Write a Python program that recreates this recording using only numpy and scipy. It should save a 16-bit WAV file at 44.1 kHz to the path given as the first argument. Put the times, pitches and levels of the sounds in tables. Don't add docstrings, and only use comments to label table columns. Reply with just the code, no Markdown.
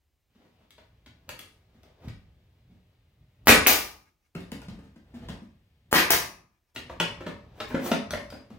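import sys
import numpy as np
from scipy import signal
from scipy.fft import rfft, irfft
from scipy.io import wavfile
from scipy.ndimage import uniform_filter1d

SR = 44100
rng = np.random.default_rng(int(sys.argv[2]) if len(sys.argv) > 2 else 0)


def wav_record(signal):
    frames = np.transpose(np.atleast_2d(signal))
    bounded = np.clip(frames, -1, 1)
    quanta = np.round(bounded * 32767).astype(np.int16)
    wavfile.write(sys.argv[1], SR, quanta)


def invert_db(x):
    u = np.asarray(x, float) / 20
    return 10 ** u


N = 378378

# [t/s, kick level/dB, push width/ms, valve leak level/dB, air rush level/dB]
SHOTS = [
    (3.4717, -1, 0.09, -42.5, -9),
    (5.928, -2, 0.13, -28.5, -15.5),
]
# [f/Hz, density/dB per Hz]
RUSH_COLOURS = [
    [(35, -36), (60, -5), (124, -25.5), (229, -3.5), (264, -12.5), (546, -5), (961, -14.5), (2090, -11.5),
     (2350, -16), (14700, -26.5), (16500, -36.5)],
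    [(35, -41), (60, -24.5), (108, -48.5), (173, 0.5), (573, -1.5), (1650, -0.5), (6760, -12.5),
     (7420, -20.5), (13700, -12), (15400, -16.5), (16500, -54.5)],
]
RUSH_S_PER_MS = 0.28
# [t/s, level/dB, width/ms]
SLAPS = [
    (3.4788, -6, 0.08),
    (3.4876, -3, 0.05),
    (3.4955, -7, 0.2),
    (3.6963, -12, 0.05),
    (5.9697, -6, 0.07),
    (6.1355, -8, 0.08),
]
# [t/s, port pop level/dB, hiss level/dB, hiss t60/s, piston thud level/dB]
EXHAUSTS = [
    (3.665, -8, -18, 0.34, -15),
    (6.1011, -24, -21.5, 0.28, -13.5),
]
# [f/Hz, density/dB per Hz]
AIR_COLOUR = [(180, -35), (300, -1), (361, -6.5), (793, -4), (1130, -9), (2840, -10.5), (6900, -10),
              (7760, -13.5), (15200, -9), (16500, -17)]
POP_HZ, POP_RISE_S, POP_T60_S = 2400, 0.0004, 0.0028
HISS_DELAY_S = 0.0033

# [t/s, tool clack level/dB, box thud level/dB, panel knock level/dB]
KNOCKS = [(0.3495, -67, -54, -83), (0.449, -68, -52, -74), (0.7795, -55.5, -52.5, -48),
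          (1.06, -49, -47.5, -50), (2.0813, -43, -46, -77), (2.7038, -73, -53, -90),
          (4.6832, -45.5, -34.5, -60), (5.285, -40, -25.5, -41.5), (6.76, -29.5, -32, -34),
          (6.8949, -70, -43, -29.5), (6.9995, -18.5, -47, -17.5), (7.205, -50, -42, -32.5),
          (7.2635, -39.5, -33.5, -25), (7.6014, -29, -30, -26), (7.7443, -59, -34, -21.5),
          (7.9148, -22, -19, -14.5)]
# [t/s, tool clack level/dB, box thud level/dB, panel knock level/dB]
CLICKS = [(0.706, -50, -68, -88), (1.2908, -33.5, -55, -32), (1.3913, -35.5, -41, -57),
          (1.8323, -58, -42, -66), (4.3505, -47, -22, -36.5), (4.4043, -47.5, -41, -62),
          (4.5171, -36, -27.5, -39.5), (4.6171, -48.5, -55, -41.5), (5.2941, -46, -36.5, -50.5),
          (8.107, -29.5, -27, -27), (8.1354, -57, -27.5, -18), (8.302, -42.5, -46.5, -59),
          (8.3253, -69, -29, -41), (8.3606, -61, -45, -66), (8.502, -82, -33, -50)]
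# [t/s, box level/dB, panel level/dB, contact length/ms]
THUDS = [(0.601, -59, -66, 9.7), (1.739, -50, -80, 8.5), (2.039, -38, -68, 8.9), (4.731, -38, -68, 5.3),
         (4.788, -26.5, -70, 1.7), (4.829, -43, -71, 9.9), (4.957, -30, -78, 2.4), (5.139, -31.5, -55, 6.9),
         (5.178, -47, -68, 11), (5.347, -33.5, -65, 2.1), (5.423, -34, -77, 2.8), (7.699, -35, -33.5, 11.4),
         (7.79, -34, -33, 8.7)]
# [f/Hz, width/Hz, level/dB]
BOX_MODES = [(138, 8.3, -8.5), (180, 75, 2.5), (235, 47, 2.5), (269, 19, -4)]
# [f/Hz, width/Hz, level/dB]
PANEL_MODES = [(383, 44, -1), (487, 16, -0.5), (556, 56, 0.5), (668, 153, 1.5), (856, 18, -4.5),
               (1080, 160, -3.5), (1313, 80, -4)]
# [f/Hz, width/Hz, level/dB]
TOOL_MODES = [(1590, 280, -4.5), (1820, 23, 10), (2098, 32, 5.5), (2975, 100, 17), (3390, 780, 10.5)]
KNOCK_TICK_DB, CLICK_TICK_DB = -22, 0
KNOCK_MS, CLICK_MS = 5.4, 3.1
KNOCK_RISE_S, CLICK_RISE_S = 0.0019, 0.00062
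SOFTEN = 0.08
GRIP_DAMP = 1.9
DULL = 0.17

# [t/s, level/dB, f/Hz, t60/s]
THUMPS = [(2.075, -27, 125, 0.047), (2.7, -55.5, 180, 0.23), (4.354, -36.5, 179.3, 0.21),
          (4.683, -35, 180, 0.087), (4.79, -37, 258.6, 0.037), (5.139, -42, 249, 0.11),
          (5.287, -35, 172, 0.15), (5.42, -38.5, 208, 0.05), (7.001, -31, 174.5, 0.2),
          (7.262, -35, 188, 0.11), (7.744, -12, 250, 0.026), (7.914, -21.5, 240, 0.084),
          (8.131, -38, 231, 0.098)]
# [t/s, level/dB, f/Hz, t60/s]
BONKS = [
    (4.351, -37, 383, 0.073),
    (4.618, -43, 1470, 0.025),
    (7.003, -27, 900, 0.044),
    (7.002, -29, 1500, 0.045),
    (7.918, -27.5, 1800, 0.036),
    (8.302, -42.5, 4900, 0.037),
    (7.745, -26.5, 560, 0.031),
    (7.916, -15, 670, 0.031),
    (8.133, -25, 593, 0.074),
    (8.324, -32.5, 565, 0.02),
]

# [t/s, rumble level/dB]
LEAN = [
    [(0.3, -70.5), (1.14, -58.5), (1.95, -61.5), (2.23, -59.5), (3.07, -63.5), (3.46, -64)],
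    [(4.345, -81), (4.553, -45), (4.927, -59.5), (5.415, -60), (5.589, -65.5), (5.91, -64.5)],
    [(6.75, -54.5), (6.958, -48), (7.514, -50), (7.778, -61), (8.33, -69), (8.58, -49)],
]
LEAN_RUB_DB = -9
# [peak t/s, level/dB, swell/s]
JOLTS = [(1.07, -61, 0.15), (1.29, -48.5, 0.047), (2.088, -34.5, .15), (2.69, -56, 0.082),
         (3.22, -55.5, 0.24), (3.459, -47.5, .2), (4.36, -38.5, 0.034), (4.72, -42.5, 0.17),
         (5.325, -40, 0.67), (5.55, -59.5, 0.61), (5.901, -60, 0.35), (6.86, -77, 0.13), (7.12, -47, 0.25),
         (7.74, -40, 0.36), (8.136, -40.5, 0.34), (8.33, -45, 0.69)]
# [peak t/s, rub level/dB, scrape level/dB, swell/s]
SLIDES = [(.42, -58, -95, 0.22), (.63, -59, -84, 0.5), (1.284, -50, -80, 0.034), (1.88, -60, -88, 0.73),
          (2.041, -43.5, -90, 0.2), (3.442, -68.5, -87.5, 0.46), (4.349, -47, -62, 0.0067),
          (5.16, -63, -86, 0.47), (5.24, -45.5, -84, 0.29), (6.752, -49.5, -37, 0.015),
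          (7.59, -44.5, -57, 0.15), (7.69, -61, -38.5, 0.07), (7.866, -24, -24.5, 0.15)]
JOLT_T60_S, SLIDE_T60_S, SCRAPE_T60_S = 0.31, 0.15, 0.049
SETTLE_DB, SETTLE_RISE_S, SETTLE_T60_S = -10, 0.017, 0.21
WORK_HISS_DB, WORK_HISS_MID_DB = -89.5, -78.5

# [blow level/dB, piston return level/dB]
SHUDDERS = [
    (-37, -45),
    (-47, -37),
]
SHUDDER_T60_S = 0.57

# [f/Hz, t60/s, level/dB, left-right likeness 0-1]
ROOM_BANDS = [(64.8, 0.83, -1, 0.95), (121, 0.32, -3, 1), (250, .4, 1, 0.96), (500, .4, 1, 0.62),
              (887, 0.41, 0.5, 0.23), (1710, 0.37, 5.5, 0.17), (4155, 0.34, 4, 0.06),
              (7143, 0.26, 2.5, 0.36), (14100, 0.2, 0, 0.05)]
ROOM_DB, FIRST_WALL_S, BUILD_S = 2, 0.0016, 0.0054
# [start t/s, end t/s, left lag behind
PLACES = [
    (0, 4.345, 3),
    (4.345, 6.75, -5),
    (6.75, 9, 2),
]
PAN_DB, PAN_FROM_HZ = 2.5, 890
# [f/Hz, density/dB per Hz]
HUSH_COLOUR = [(18, -48.5), (30, -7), (66, -4.5), (179, -21.5), (295, -24), (569, -27), (632, -29),
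               (702, -28), (1320, -34.5), (2290, -31.5), (16000, -43)]
HUSH_DB = -76.5
MIC_LIFT_DB, MIC_LIFT_HZ = -1.5, 12200
TOP_HZ = 15800


def shots():
    kicks, body = np.zeros(N), np.zeros(N)
    air = hiss(AIR_COLOUR)
    for (s, kick_db, width_ms, leak_db, rush_db), colour in zip(SHOTS, RUSH_COLOURS):
        blow = kick(s, width_ms)
        crack = air * fade(s - 0.0003, 0.0003, 0.019)
        kicks += invert_db(kick_db) * (blow + invert_db(-11.5) * crack)
        body += invert_db(-11.5) * ring(blow, BOX_MODES + PANEL_MODES, -29.0)
        length = RUSH_S_PER_MS * width_ms
        rush = hiss(colour) * flicker(400, 3.5) * fade(s + 0.004, length, 5 * length)
        body += 3 * invert_db(rush_db) * rush
        body += 3 * invert_db(leak_db) * air * fade(s - 0.016, 0.024, 0.054)
    kicks += sum(invert_db(db) * kick(s, ms) for s, db, ms in SLAPS)
    return kicks, body


def kick(s, width_ms):
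    out, i = np.zeros(N), int(s * SR) - 200
    u = ((i + np.arange(1000)) / SR - s) / width_ms * 1000
    back = np.maximum(u - 1, 0) / 1.8
    out[i:i + len(u)] = np.exp(-u ** 2) - 0.76 * back * np.exp(1 - back)
    return out


def exhaust():
    t = np.arange(N) / SR
    pops, jet = np.zeros(N), np.zeros(N)
    air = hiss(AIR_COLOUR) * flicker(150, 0.67)
    for s, pop_db, hiss_db, t60, thud_db in EXHAUSTS:
        later = s + HISS_DELAY_S
        pops += 8 * invert_db(pop_db) * np.sin(2 * np.pi * POP_HZ * (t - s)) * fade(s, POP_RISE_S, POP_T60_S)
        first_spurt = 2.4 * fade(later, 0.00039, 0.024)
        jet += invert_db(hiss_db) * air * (fade(later, 0.0002, t60) + first_spurt)
        thud = np.sin(2 * np.pi * 350 * (t - later)) * fade(later - 0.001, 0.00069, 0.02)
        pops += invert_db(thud_db) * thud
    return pops, jet


def knocks():
    out, size = np.zeros(N + SR), int(0.4 * SR)
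    t = np.arange(size) / SR
    slow = np.array([[1.0], [2.5], [1.6], [0.8]])
    soft = [(s, -120, box_db + 2.5, panel_db, -120, ms, 0.006) for s, box_db, panel_db, ms in THUDS]
    for s, *part_db, ms, rise in contacts() + soft:
        push = (1 - np.exp(-t / rise / slow)) * invert_db(-60 * t / (max(ms, 1.0) * 0.007 * slow))
        push *= 1 + 0.78 * np.exp(-t / (5 * rise) / slow)
        push += 0.051 * (1 - np.exp(-t / 0.0056)) * invert_db(-60 * t / 0.45) / slow
        grit = rng.standard_normal((4, size)) * push * invert_db(part_db)[:, None]
        gripped = [(f, w * GRIP_DAMP, db - 3) for f, w, db in TOOL_MODES]
        tool = ring(grit[0], shifted(gripped), 4.4)
        box = ring(grit[1], shifted(BOX_MODES), -5.5)
        panel = ring(grit[2], shifted(PANEL_MODES), -2.5)
        tick = band(grit[3], 3200, 12300)
        i = int(s * SR)
        out[i:i + size] += invert_db(-1.5) * tool + invert_db(18) * box + invert_db(11.5) * panel + tick
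    return out[:N]


def contacts():
    kinds = [(KNOCKS, KNOCK_TICK_DB, KNOCK_MS, KNOCK_RISE_S), (CLICKS, CLICK_TICK_DB, CLICK_MS, CLICK_RISE_S)]
    rows = []
    for table, tick_db, ms, rise in kinds:
        for s, tool, box, panel in table:
            tick = tool + tick_db + DULL * (tool + 35)
            length_ms = ms * invert_db(-SOFTEN * (max(tool, box, panel) + 39))
            rows.append((s, tool, box, panel, tick, length_ms, rise))
    return rows


def shifted(modes):
    return [(f * (1 + 0.077 * rng.standard_normal()), w, db) for f, w, db in modes]


def thumps():
    out, t = np.zeros(N + SR), np.arange(SR // 4) / SR
    for s, db, hz, t60 in THUMPS + BONKS:
        i = int(s * SR)
        decay = invert_db(db + 4.0 - 60 * t / t60)
        out[i:i + len(t)] += decay * np.sin(2 * np.pi * hz * t) * (1 - np.exp(-t / 0.0012))
    return out[:N]


def rubbing():
    noise = rng.standard_normal((4, N))
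    rumble = unit(band(noise[0], 41, 120)) * flicker(8.8, 0.5)
    rustle = unit(band(noise[3], 3200, 26000)) * flicker(38, 1.5)
    rub = unit(band(noise[1], 130, 750)) + 0.22 * unit(band(noise[2], 1200, 4500)) + 0.04 * rustle
    mid_hiss = unit(band(noise[2], 1500, 3900))

    lean = uniform_filter1d(gain(LEAN), size=300)
    busy = lean > 1e-6
    low = lean + sum(invert_db(db) * swell(s, rise, JOLT_T60_S) for s, db, rise in JOLTS)
    mid = invert_db(LEAN_RUB_DB) * lean
    mid += sum(invert_db(db) * swell(s, rise, SLIDE_T60_S) for s, db, _, rise in SLIDES)
    mid += sum(invert_db(max(row[1:4]) + SETTLE_DB) * fade(row[0], SETTLE_RISE_S, SETTLE_T60_S)
               for row in contacts())
    scrape = sum(invert_db(db) * swell(s, rise, SCRAPE_T60_S) for s, _, db, rise in SLIDES)

    friction = mid * rub * flicker(25, 0.92)
    friction += (invert_db(-6.0) * scrape + invert_db(WORK_HISS_DB) * busy) * rustle
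    friction += invert_db(WORK_HISS_MID_DB) * busy * mid_hiss
    return low * rumble, friction


def shudder():
    shake = np.zeros(N)
    for (blow_db, back_db), shot, puff in zip(SHUDDERS, SHOTS, EXHAUSTS):
        shake += invert_db(blow_db) * fade(shot[0], 0.035, SHUDDER_T60_S)
        shake += invert_db(back_db) * fade(puff[0], 0.02, SHUDDER_T60_S * 0.89)
    return shake * unit(band(rng.standard_normal(N), 55, 220)) * flicker(8.8, 2.0)


def room(x):
    t = np.arange(int(0.7 * SR)) / SR
    late = np.maximum(t - FIRST_WALL_S, 0)
    sparse = invert_db(4.8 * rng.standard_normal(len(t)) * np.exp(-late / 0.009))
    build = sparse * (1 - np.exp(-late / BUILD_S))
    shared, own = rng.standard_normal(len(t)), rng.standard_normal((2, len(t)))
    echo = np.zeros((2, len(t)))
    for hz, t60, db, alike in ROOM_BANDS:
        walls = (np.sqrt(alike) * shared + np.sqrt(1 - alike) * own) * build
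        echo += band(walls * invert_db(-60 * late / t60), hz / 2 ** 0.5, hz * 2 ** 0.5)
    spectrum, (hz, _, db, _) = rfft(echo), np.transpose(ROOM_BANDS)
    f = np.arange(spectrum.shape[1]) * SR / len(t) + 1
    even = invert_db(np.interp(np.log(f), np.log(hz), db))
    even /= np.sqrt(uniform_filter1d(np.mean(np.abs(spectrum) ** 2, axis=0), size=35))
    echo = irfft(spectrum * even, len(t)) * (late > 0) * (t < 0.6)
    echo *= invert_db(ROOM_DB) / np.sqrt(np.sum(echo ** 2) / 2)
    return signal.fftconvolve(x[None], echo, axes=1)[:, :len(x)]


def hush():
    own = np.array([hiss(HUSH_COLOUR), hiss(HUSH_COLOUR)])
    return invert_db(HUSH_DB) * (0.44 * own + hiss(HUSH_COLOUR))


def unit(x):
    return x / np.sqrt(np.mean(x ** 2))


def band(x, lo_hz, hi_hz):
    edges = [lo_hz, min(hi_hz, 0.45 * SR)]
    return signal.sosfilt(signal.butter(2, edges, "band", fs=SR, output="sos"), x)


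def hiss(colour):
    hz, db = np.transpose(colour)
    f = np.log(np.arange(N // 2 + 1) * SR / N + 1)
    shape = invert_db(np.interp(f, np.log(hz), db))
    return unit(irfft(rfft(rng.standard_normal(N)) * shape, N))


def ring(x, modes, broad_db):
    hz = np.array(modes)[:, 0]
    out = invert_db(broad_db) * band(x, hz.min() * 0.67, hz.max() * 1.126)
    for k, (f, w, db) in enumerate(modes):
        out += (-1) ** k * invert_db(db) * signal.lfilter(*signal.iirpeak(f, f / w, SR), x)
    return out


def fade(s, rise, t60):
    out, i = np.zeros(N), int(s * SR)
    t = np.arange(min(int((1.5 * t60 + 3 * rise) * SR), N - i)) / SR
    out[i:i + len(t)] = (1 - np.exp(-t / rise)) * invert_db(-60 * t / t60)
    return out


def swell(s, rise, t60):
    out = np.zeros(N)
    i, j = max(int((s - rise) * SR), 0), min(int((s + t60) * SR), N)
    t = np.arange(i, j) / SR - s
    out[i:j] = invert_db(np.where(t < 0, 60 * t / rise, -60 * t / t60))
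    return out


def flicker(rate, db):
    k = int(SR / rate)
    steps = np.repeat(rng.standard_normal(N // k + 1), k)
    return invert_db(db * 1.5 * uniform_filter1d(steps, k)[:N])


def gain(tables):
    t = np.arange(N) / SR
    return sum(invert_db(np.interp(t, *np.transpose(rows), -200, -200)) for rows in tables)


def scene():
    kicks, rush = shots()
    pops, jet = exhaust()
    taps = knocks() + thumps()
    rumble, rub = rubbing()
    steady = rush + jet + invert_db(-9.0) * rub
    direct = steady + taps + kicks + pops
    sent = steady + invert_db(-1.5) * taps + invert_db(-2.5) * (kicks + pops)
    out = np.zeros((2, N))
    for start, end, lag in PLACES:
        here = slice(int(start * SR), int(end * SR))
        ports = np.array([np.roll(direct, lag), direct])
        out[:, here] = ports[:, here] + room(sent[here])
    pan = invert_db(np.array([[PAN_DB], [-PAN_DB]]) / 2)
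    lows = signal.sosfilt(signal.butter(1, PAN_FROM_HZ, fs=SR, output="sos"), out)
    return lows + (out - lows) * pan + invert_db(-2.0) * rumble + invert_db(9.5) * shudder() + hush()


def low_pass(x):
    return signal.sosfilt(signal.butter(12, 16980, fs=SR, output="sos"), x)


def record(dry):
    thin = signal.sosfilt(signal.butter(2, 45, "high", fs=SR, output="sos"), dry)
    thin = thin + invert_db(MIC_LIFT_DB) * band(thin, MIC_LIFT_HZ, 17500)
    soft = np.tanh(1.05 * thin) / 1.05
    mix = signal.sosfilt(signal.ellip(8, 0.2, 60, TOP_HZ, fs=SR, output="sos"), soft)
    return low_pass(mix)


dry = scene()
out = record(dry)
wav_record(out)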